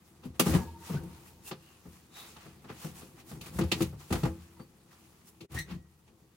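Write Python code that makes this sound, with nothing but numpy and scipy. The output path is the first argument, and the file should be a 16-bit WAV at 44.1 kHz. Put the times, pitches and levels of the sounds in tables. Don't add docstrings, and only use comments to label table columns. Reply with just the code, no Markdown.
import sys
import numpy as np
from scipy import signal
from scipy.io import wavfile

SR = 44100
rng = np.random.default_rng(int(sys.argv[2]) if len(sys.argv) > 2 else 0)


def unload_audio(sound):
    columns = np.transpose(np.atleast_2d(sound))
    steps = np.round(np.clip(columns, -1, 1) * 32767)
    wavfile.write(sys.argv[1], SR, steps.astype(np.int16))


N = 280476
CUTOFF_HZ = 15950

# t/s, thud/dB, boom/dB, clack/dB, crack/dB, fizz/dB, panel note f/Hz, note/dB
BLOWS = [(0.233, -41.5, -20, -9, -13, -29, 166, -15), (0.249, -32.5, -11, -25, -32, -22.5, 250, -5.5),
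         (0.395, -15.5, -49, -4.5, -6, 0, 248, -9), (0.461, -17, -14, -15, -33, -34, 179, -2.5),
         (0.488, -25.5, -5, -15, -32, -13, 159, -3), (0.535, -16.5, -7.5, -17.5, -28, -30, 289, -6.5),
         (0.546, -24, -30, -5.5, -23, -22, 163, 2.5), (0.583, -33.5, -28, -10, -38, -26, 119, -4),
         (0.895, -24, -26, -17.5, -44, -27, 171.3, -7), (0.937, -24.5, -11.5, -19, -47, -37, 146.2, 3),
         (1.031, -33.5, -17, -39, -29, -18.5, 175, -2.5), (1.511, -34.5, -27, 0, -4.5, -24, 372, -3.5),
         (1.852, -38, -12, -16, -41, -26, 174, -6), (2.362, -52, -20, 6.5, 0, -20, 323, -14),
         (2.455, -43.5, -11, -7.5, -27, -15, 147, -5), (2.642, -44, -35, -3, -14, -24, 253, -3.5),
         (2.694, -36, -35, -5.5, -20, -38, 126, -10), (2.843, -29, -27, -15, -30, -22, 161, -4),
         (3.014, -40.5, -36, -10, -14, -30, 174, -11), (3.312, -32, -13, -14, -23, -34, 152.6, -2),
         (3.362, -40.5, -3, -17, -40, -25, 135, -2), (3.41, -46, -24, -4, 3, 2, 166, 3),
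         (3.458, -44.5, -18, -4, -8, -1.5, 156, 0), (3.538, -37.5, 5, -18, -25, -13, 180, 4),
         (3.586, -18.5, -22, -9, -21.5, -16.5, 184, -9), (3.609, -23.5, -3.5, -14.5, -15, -30, 340, 0.5),
         (3.633, -28, -24, -16.5, -28, -21, 335, -2), (3.716, -25.5, -36, -2, 4.5, -4.5, 340, -7),
         (3.805, -19.5, -20, -12.5, -19, -19, 331, -1.5), (3.819, -25.5, -17, -18, -11, -6.5, 180, -2),
         (3.926, -41, -4, -11, -46, -26, 110, 2), (4.104, -20, -3.5, -17, -25, -24, 333, -23),
         (4.124, -26, -27, 0.5, -6, -5, 347, 0), (4.151, -31, -26, -3, -12.5, -24, 153, -11),
         (4.232, -19.5, -9.5, -13, -20.5, -25, 155, 1.5), (4.25, -20.5, -35, -10, -25.5, -27, 163, -7),
         (4.594, -37, -40, -10.5, -23, -29, 330, -7.5), (5.406, -36.5, -30, -17, -11, -17, 332, -9.5),
         (5.515, -39.5, -2, -21, -14, -5, 135, 3.5), (5.543, -29.5, -4, -12, -16, -9, 119, 0),
         (5.585, -34.5, -9, -29, -4, 0, 155, 6.5), (5.711, -26, -13, -45, -36, -28, 179.5, -3.5),
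         (5.74, -33, -13, -38, -37, -35, 180, -3)]
# f/Hz, level/dB, t60/s
BODY_MODES = [(59.3, -18, 0.72), (78.24, -7.5, 0.68), (85.94, -11.5, 0.8), (144.5, -17.5, 0.75),
              (177.2, -15.5, 0.53), (220.4, -24, 0.41), (328.6, -29, 0.51), (333.5, -25.5, 0.74)]


def panels(level_db=-9.0, tail_db=-29.0, tail_t60_s=0.43):
    # f/Hz, band level/dB
    colour = [(30, -52), (55, -3.5), (85, 2), (120, -1), (175, -3), (330, -5), (620, -6.5), (1000, -2.5),
              (1700, -7.5), (2800, -1), (7000, -4.5), (15000, -3.5)]
    # f/Hz, t60/s
    decay = [(60, 0.23), (170, 0.13), (500, 0.14), (1500, 0.15), (5000, 0.14), (15000, 0.1)]
    out, t = np.zeros((2, N + SR)), np.arange(SR // 3) / SR
    white = rng.standard_normal((2, 2, N))
    tail = from_db(tail_db) * dying(t, tail_t60_s)
    for k, (hz, sos) in enumerate(bands()):
        gains = from_db(level_db + blow_db(hz) + at_hz(colour, hz))
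        t60_s = at_hz(decay, hz)
        mid_side = np.zeros((2, N + SR))
        for (s, *_, build_s, decay_share), gain in zip(contacts(), gains):
            span = slice(round(s * SR), round(s * SR) + len(t))
            closing = np.minimum(t / build_s, 1) ** 2
            force = closing * (dying(t, t60_s * decay_share) + tail)
            burst = signal.sosfilt(sos, force * white[k % 2, :, span])
            energy_ratio = np.sum(force ** 2) / np.sum(burst ** 2, axis=1, keepdims=True)
            mid_side[:, span] += gain * np.sqrt(energy_ratio) * burst
        out += place(*mid_side, hz)
    return out[:, :N]


def panel_notes(t60_s=0.14, slowness=2.0, level_db=1.0):
    out, t = np.zeros((2, N + SR)), np.arange(SR // 2) / SR
    for s, thud_db, hz, note_db, build_s, decay_share in contacts():
        swell = 1 - np.exp(-t / (slowness * build_s))
        envelope = from_db(level_db + thud_db + note_db) * swell * dying(t, t60_s * decay_share)
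        at = round(s * SR)
        out[:, at:at + len(t)] += place(envelope * np.sin(2 * np.pi * hz * t), 0, hz)
    return out[:, :N]


def contacts():
    soft_hard_db = [-60.5, -37]
    for s, thud_db, _, _, crack_db, _, hz, note_db in BLOWS:
        build_s = np.interp(thud_db + crack_db, soft_hard_db, [0.0055, 0.0028])
        decay_share = np.interp(thud_db + crack_db, soft_hard_db, [0.99, 0.69])
        yield s, thud_db, hz, note_db, build_s, decay_share


def blow_db(hz, clack_share=0.39, hollow_db=2.0):
    corners_hz = [70, 140, 420, 800, 1700, 2600, 4800, 8500]
    levels_db = []
    for _, thud, boom, clack, crack, fizz, *_ in BLOWS:
        shape_db = [boom, 0, hollow_db + clack_share * clack, clack, clack, crack, crack, fizz]
        levels_db.append(thud + np.interp(np.log(hz), np.log(corners_hz), shape_db))
    return np.array(levels_db)


def casing():
    # f/Hz, level/dB, t60/s
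    modes = [(419.2, -14.5, 0.17), (533, -15.5, 0.098), (816, -7.5, 0.059), (1202, -9.5, 0.11),
             (1329, -10.5, 0.059), (1800, -21.5, 0.045), (2630, -4, 0.03), (2770, -11, 0.07),
             (3640, -15, 0.086), (4430, -16, 0.099), (6050, -15, 0.088), (7010, -17, 0.091)]
    return struck(modes, level_db=-6.0, spread_db=1.0)


def struck(modes, level_db, spread_db):
    out, onsets = np.zeros((2, N)), [round(row[0] * SR) for row in BLOWS]
    for k, (hz, mode_db, t60_s) in enumerate(modes):
        scatter, sideways = rng.standard_normal((len(onsets), 2)).T
        strength = from_db(level_db + mode_db + blow_db(hz) + spread_db * scatter)
        clicks = np.zeros((2, N))
        clicks[:, onsets] = place(strength, strength * np.tanh(sideways), hz)
        out += (-1) ** k * ring(clicks, hz, t60_s)
    return out


def metal(struck_s=0.55):
    # f/Hz, level/dB, t60/s
    modes = [(845, -61, .8), (901, -56, 1.1), (915.3, -54, 2.1), (929.6, -56, 1.8), (1017, -48, .3),
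             (1665, -53, .45)]
    click = signal.unit_impulse(N, round(struck_s * SR))
    return sum(place(from_db(db) * ring(click, hz, t60_s), 0, hz) for hz, db, t60_s in modes)


def squeaks(flutter_db=4.0, wet_db=-0.5, van_t60_s=0.15):
    # peak t/s, f/Hz, level/dB, half length/s, rise/share of f, overtone step/dB, jitter/share of f
    slips = [(.972, 1560, -55, 0.0093, .02, 23, 0.06), (1.471, 2725, -60, 0.015, .01, 22, 0.064),
             (1.69, 2810, -76, 0.08, 0.004, 24.5, 0.052), (2.194, 3744, -59.5, 0.045, 0.0031, 26, 0.05),
             (4.574, 910, -67, 0.008, 0.013, 12, 0.08), (4.616, 4570, -73, 0.018, 0.0023, 4, .014),
             (5.445, 400, -54.5, 0.012, 0.019, 18, 0.028), (5.58, 1890, -42.5, 0.015, 0.035, 27, 0.04),
             (5.594, 1975, -44.5, 0.016, .015, 3, 0.055)]
    out, t = np.zeros((2, N + SR)), np.arange(-SR // 6, SR // 6) / SR
    for s, hz, db, half_s, rise, step_db, jitter in slips:
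        pitch_hz = hz * (1 + rise * np.tanh(t / half_s) + jitter * drift(900)[:len(t)])
        phase = 2 * np.pi * np.cumsum(pitch_hz) / SR
        envelope = from_db(db + flutter_db * drift(400)[:len(t)]) / np.cosh(t / half_s) ** 2
        tone = sum(from_db(-step_db * k) * np.sin((k + 1) * phase) for k in range(int(CUTOFF_HZ / hz)))
        direct = envelope * tone
        walls = rms_one(rng.standard_normal((2, len(t))) * dying(t - t[0], van_t60_s)) / np.sqrt(len(t))
        wet_mid, wet_side = from_db(wet_db) * signal.fftconvolve(direct[None], walls, axes=1)[:, :len(t)]
        at = round((s + t[0]) * SR)
        out[:, at:at + len(t)] += place(direct + wet_mid, wet_side, hz)
    return out[:, :N]


def singing(squeak, hz=1912, coupling_db=-76, t60_s=1.0):
    return squeak + from_db(coupling_db) * ring(squeak, hz, t60_s)


def rubbing(level_db=-5.5, grain_db=1.0, patchy_db=1.5, catches_per_s=20, catch_db=5.0, catch_t60_s=0.05):
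    # f/Hz, band level/dB
    colour = [(400, -10), (600, -4.5), (950, 1), (1700, 0), (2600, -1.5), (4000, -1.5), (8000, -1),
              (15000, -1)]
    rub_db, fizz_db = strokes()
    force = from_db(level_db + rub_db + grain_db * drift(450))
    catches = (rng.random(N) < catches_per_s / SR) * rng.uniform(0.32, 1, N)
    ticks = from_db(catch_db) * signal.lfilter([1], [1, -dying(1 / SR, catch_t60_s)], catches + 1e-18)
    out = np.zeros((2, N))
    for hz, sos in bands():
        if hz > colour[0][0]:
            fizz_share = at_hz([(3500, 0.065), (8000, 0.99)], hz)
            tick_share = at_hz([(1400, 0.89), (6000, 0.1)], hz)
            gain = force * from_db(at_hz(colour, hz) + fizz_share * fizz_db + patchy_db * drift(35))
            out += gain * np.hypot(1, tick_share * ticks) * band_noise(hz, sos)
    return out


def strokes(still_db=-77.5, still_fizz_db=2):
    # peak t/s, level/dB, swell/s, fade/s, relative fizz/dB
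    moves = [(0.08, -74.5, 0.043, .08, 3), (0.255, -67.5, .05, .06, -2), (0.354, -65.5, .02, .04, -6),
             (0.47, -46.5, 0.056, .2, 1.5), (0.548, -45.5, .06, 0.057, -3), (0.65, -72, .1, .35, -1),
             (0.88, -57.5, 0.12, .2, 1.5), (0.935, -54, 0.016, 0.072, -20), (1.14, -67.5, 0.23, .35, -1),
             (1.28, -70.5, 0.1, .1, 7), (1.485, -58.5, 0.059, .05, 8.5), (1.67, -71.5, 0.24, .5, -1),
             (1.95, -71, 0.22, .25, 1), (2.175, -58, 0.065, .33, 0.5), (2.42, -64, 0.071, .3, -5.5),
             (2.70, -55, 0.029, .06, -16), (2.85, -57, 0.17, .12, 2), (2.97, -62, 0.048, 0.21, 4),
             (3.205, -63, 0.062, .04, -3), (3.3, -63, 0.061, .13, 5), (3.44, -62, .025, .1, 3),
             (3.48, -61.5, 0.089, .07, -1), (3.58, -61.5, 0.099, .06, 6.5), (3.65, -62, 0.087, .05, -6),
             (3.82, -58.5, 0.25, .13, 3), (4.012, -63.5, 0.047, .11, 2), (4.16, -59, 0.13, .25, 3.5),
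             (4.43, -71.5, 0.17, .35, 1), (4.932, -66.5, 0.047, .06, -5), (5.0, -74.5, 0.12, .5, 1.5),
             (5.285, -72, .05, .04, 12), (5.565, -49.5, 0.067, .08, -3), (5.712, -51.5, 0.059, .07, -12.5),
             (6.08, -70.5, .02, .05, -7)]
    body, fizz = from_db(still_db) ** 2, from_db(still_db + still_fizz_db) ** 2
    for s, db, swell_s, fade_s, fizz_db in moves:
        power = swell_power(s, db, swell_s, fade_s)
        body += power
        fizz += power * from_db(fizz_db) ** 2
    return level_of(body), level_of(fizz / body)


def rumble(level_db=-5.5, hum_db=-11.5):
    # f/Hz, band level/dB
    colour = [(30, -20.5), (55, -15.5), (85, -3), (170, -4.5), (330, -7.5), (500, -13.5), (800, -15.5),
              (1600, -21)]
    out = np.zeros((2, N))
    for hz, sos in bands():
        if hz < colour[-1][0]:
            out += from_db(at_hz(colour, hz)) * band_noise(hz, sos)
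    for hz, _, t60_s in BODY_MODES:
        hum = rms_one(ring(rng.standard_normal(N), hz, t60_s))
        out += from_db(hum_db + at_hz(colour, hz)) * place(hum, 0, hz)
    return out * from_db(level_db) * floor_load()


def floor_load(swell_s=0.057, fade_s=0.19):
    # t/s, level/dB
    rocks = [(0.52, -33), (1.01, -44.5), (2.89, -58), (3.52, -49.5), (3.76, -41), (4.24, -43),
             (5.52, -49.5), (5.69, -47.5), (6.09, -56), (6.22, -60)]
    # t/s, level/dB
    shuffle = [(0.0, -65), (0.3, -57.5), (1.2, -57.5), (1.7, -63), (3.2, -56.5), (4.5, -61), (5.0, -63),
               (6.36, -65)]
    rocking_db = level_of(sum(swell_power(s, db, swell_s, fade_s) for s, db in rocks))
    return np.hypot(from_db(in_time(shuffle)), from_db(rocking_db))


def cabin(x):
    # f/Hz, width/Hz, gain/dB
    resonances = [(81, 6.7, 3), (98, 26, -7), (181.5, 6.3, 3.5), (253, 20, 4), (278, 46, -5.5),
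                  (326, 26, 6.5), (433, 12, 3), (517, 13, 7), (586, 74, -7), (842, 6.1, 4.5),
                  (1140, 26, 3.5), (1350, 11, 3.5), (1600, 990, -3), (1915, 15, 4.5), (2513, 70, 3.5),
                  (2800, 23, 2), (3850, 37, -1), (5980, 37, 0), (7200, 64, 4), (8900, 40, 3.5)]
    for hz, width_hz, db in resonances:
        w, half_band, gain = 2 * np.pi * hz / SR, np.pi * width_hz / SR, from_db(db / 2)
        x = signal.lfilter([1 + half_band * gain, -2 * np.cos(w), 1 - half_band * gain],
                           [1 + half_band / gain, -2 * np.cos(w), 1 - half_band / gain], x)
    return x


def place(mid, side, hz):
    # f/Hz, side minus mid/dB
    widths = [(60, -19), (125, -16), (250, -14), (500, -6), (1000, -5.5), (2000, 0), (8000, -2),
              (14000, 1.5)]
    # f/Hz, left minus right/dB
    leans = [(60, 1.5), (150, 2), (330, 3.5), (600, 0), (1200, 1.5), (2400, 1), (5000, 0.5), (14000, -1)]
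    width, lean = from_db(at_hz(widths, hz)), from_db(at_hz(leans, hz) / 2)
    return np.array([(mid + width * side) * lean, (mid - width * side) / lean])


def swell_power(s, db, swell_s, fade_s, span_db=21.5, roundness=1.27):
    t = np.arange(0, N, 32) / SR - s
    away = np.minimum(np.maximum(-t / swell_s, t / fade_s), 6)
    return from_db(db - span_db * away ** roundness) ** 2


def level_of(power):
    return np.interp(np.arange(N), np.arange(0, N, 32), 10 * np.log10(power))


def bands():
    edges_hz = np.geomspace(30, 17500, 16)
    for low, high in zip(edges_hz, edges_hz[1:]):
        yield np.sqrt(low * high), signal.butter(2, [low, high], "band", fs=SR, output="sos")


def band_noise(hz, sos):
    return place(*rms_one(signal.sosfilt(sos, rng.standard_normal((2, N)))), hz)


def ring(drive, hz, t60_s):
    r, w = from_db(-60 / (t60_s * SR)), 2 * np.pi * hz / SR
    return signal.lfilter([0, np.sin(w)], [1, -2 * r * np.cos(w), r * r], drive + 1e-18)


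def dying(t, t60_s):
    return np.exp(-np.log(1000) * t / t60_s)


def drift(knots_per_s):
    knots = rng.standard_normal(4096)
    return np.interp(np.arange(N) / SR * knots_per_s, np.arange(len(knots)), knots)


def at_hz(points, hz):
    freqs_hz, values = np.transpose(points)
    return np.interp(np.log(hz), np.log(freqs_hz), values)


def in_time(points):
    return np.interp(np.arange(N) / SR, *np.transpose(points))


def rms_one(x):
    return x / np.sqrt(np.mean(x ** 2) + 1e-20)


def from_db(db):
    return 10 ** (np.asarray(db) / 20)


def scene():
    ringing = struck(BODY_MODES, level_db=-8.0, spread_db=1.6) + casing()
    noises = cabin(panels() + rubbing() + rumble())
    return noises + panel_notes() + ringing + metal() + singing(squeaks())


def record(dry, low_cut_hz=42):
    # t/s, gain/dB
    dip = [(5.455, 4.5), (5.474, -21), (5.485, -19), (5.505, 1)]
    high_pass = signal.butter(2, low_cut_hz, "high", fs=SR, output="sos")
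    low_pass = signal.ellip(10, .2, 70, CUTOFF_HZ, fs=SR, output="sos")
    thinned = signal.sosfilt(high_pass, dry)
    return signal.sosfilt(low_pass, thinned * from_db(in_time(dip)))


dry = scene()
out = record(dry)
unload_audio(out)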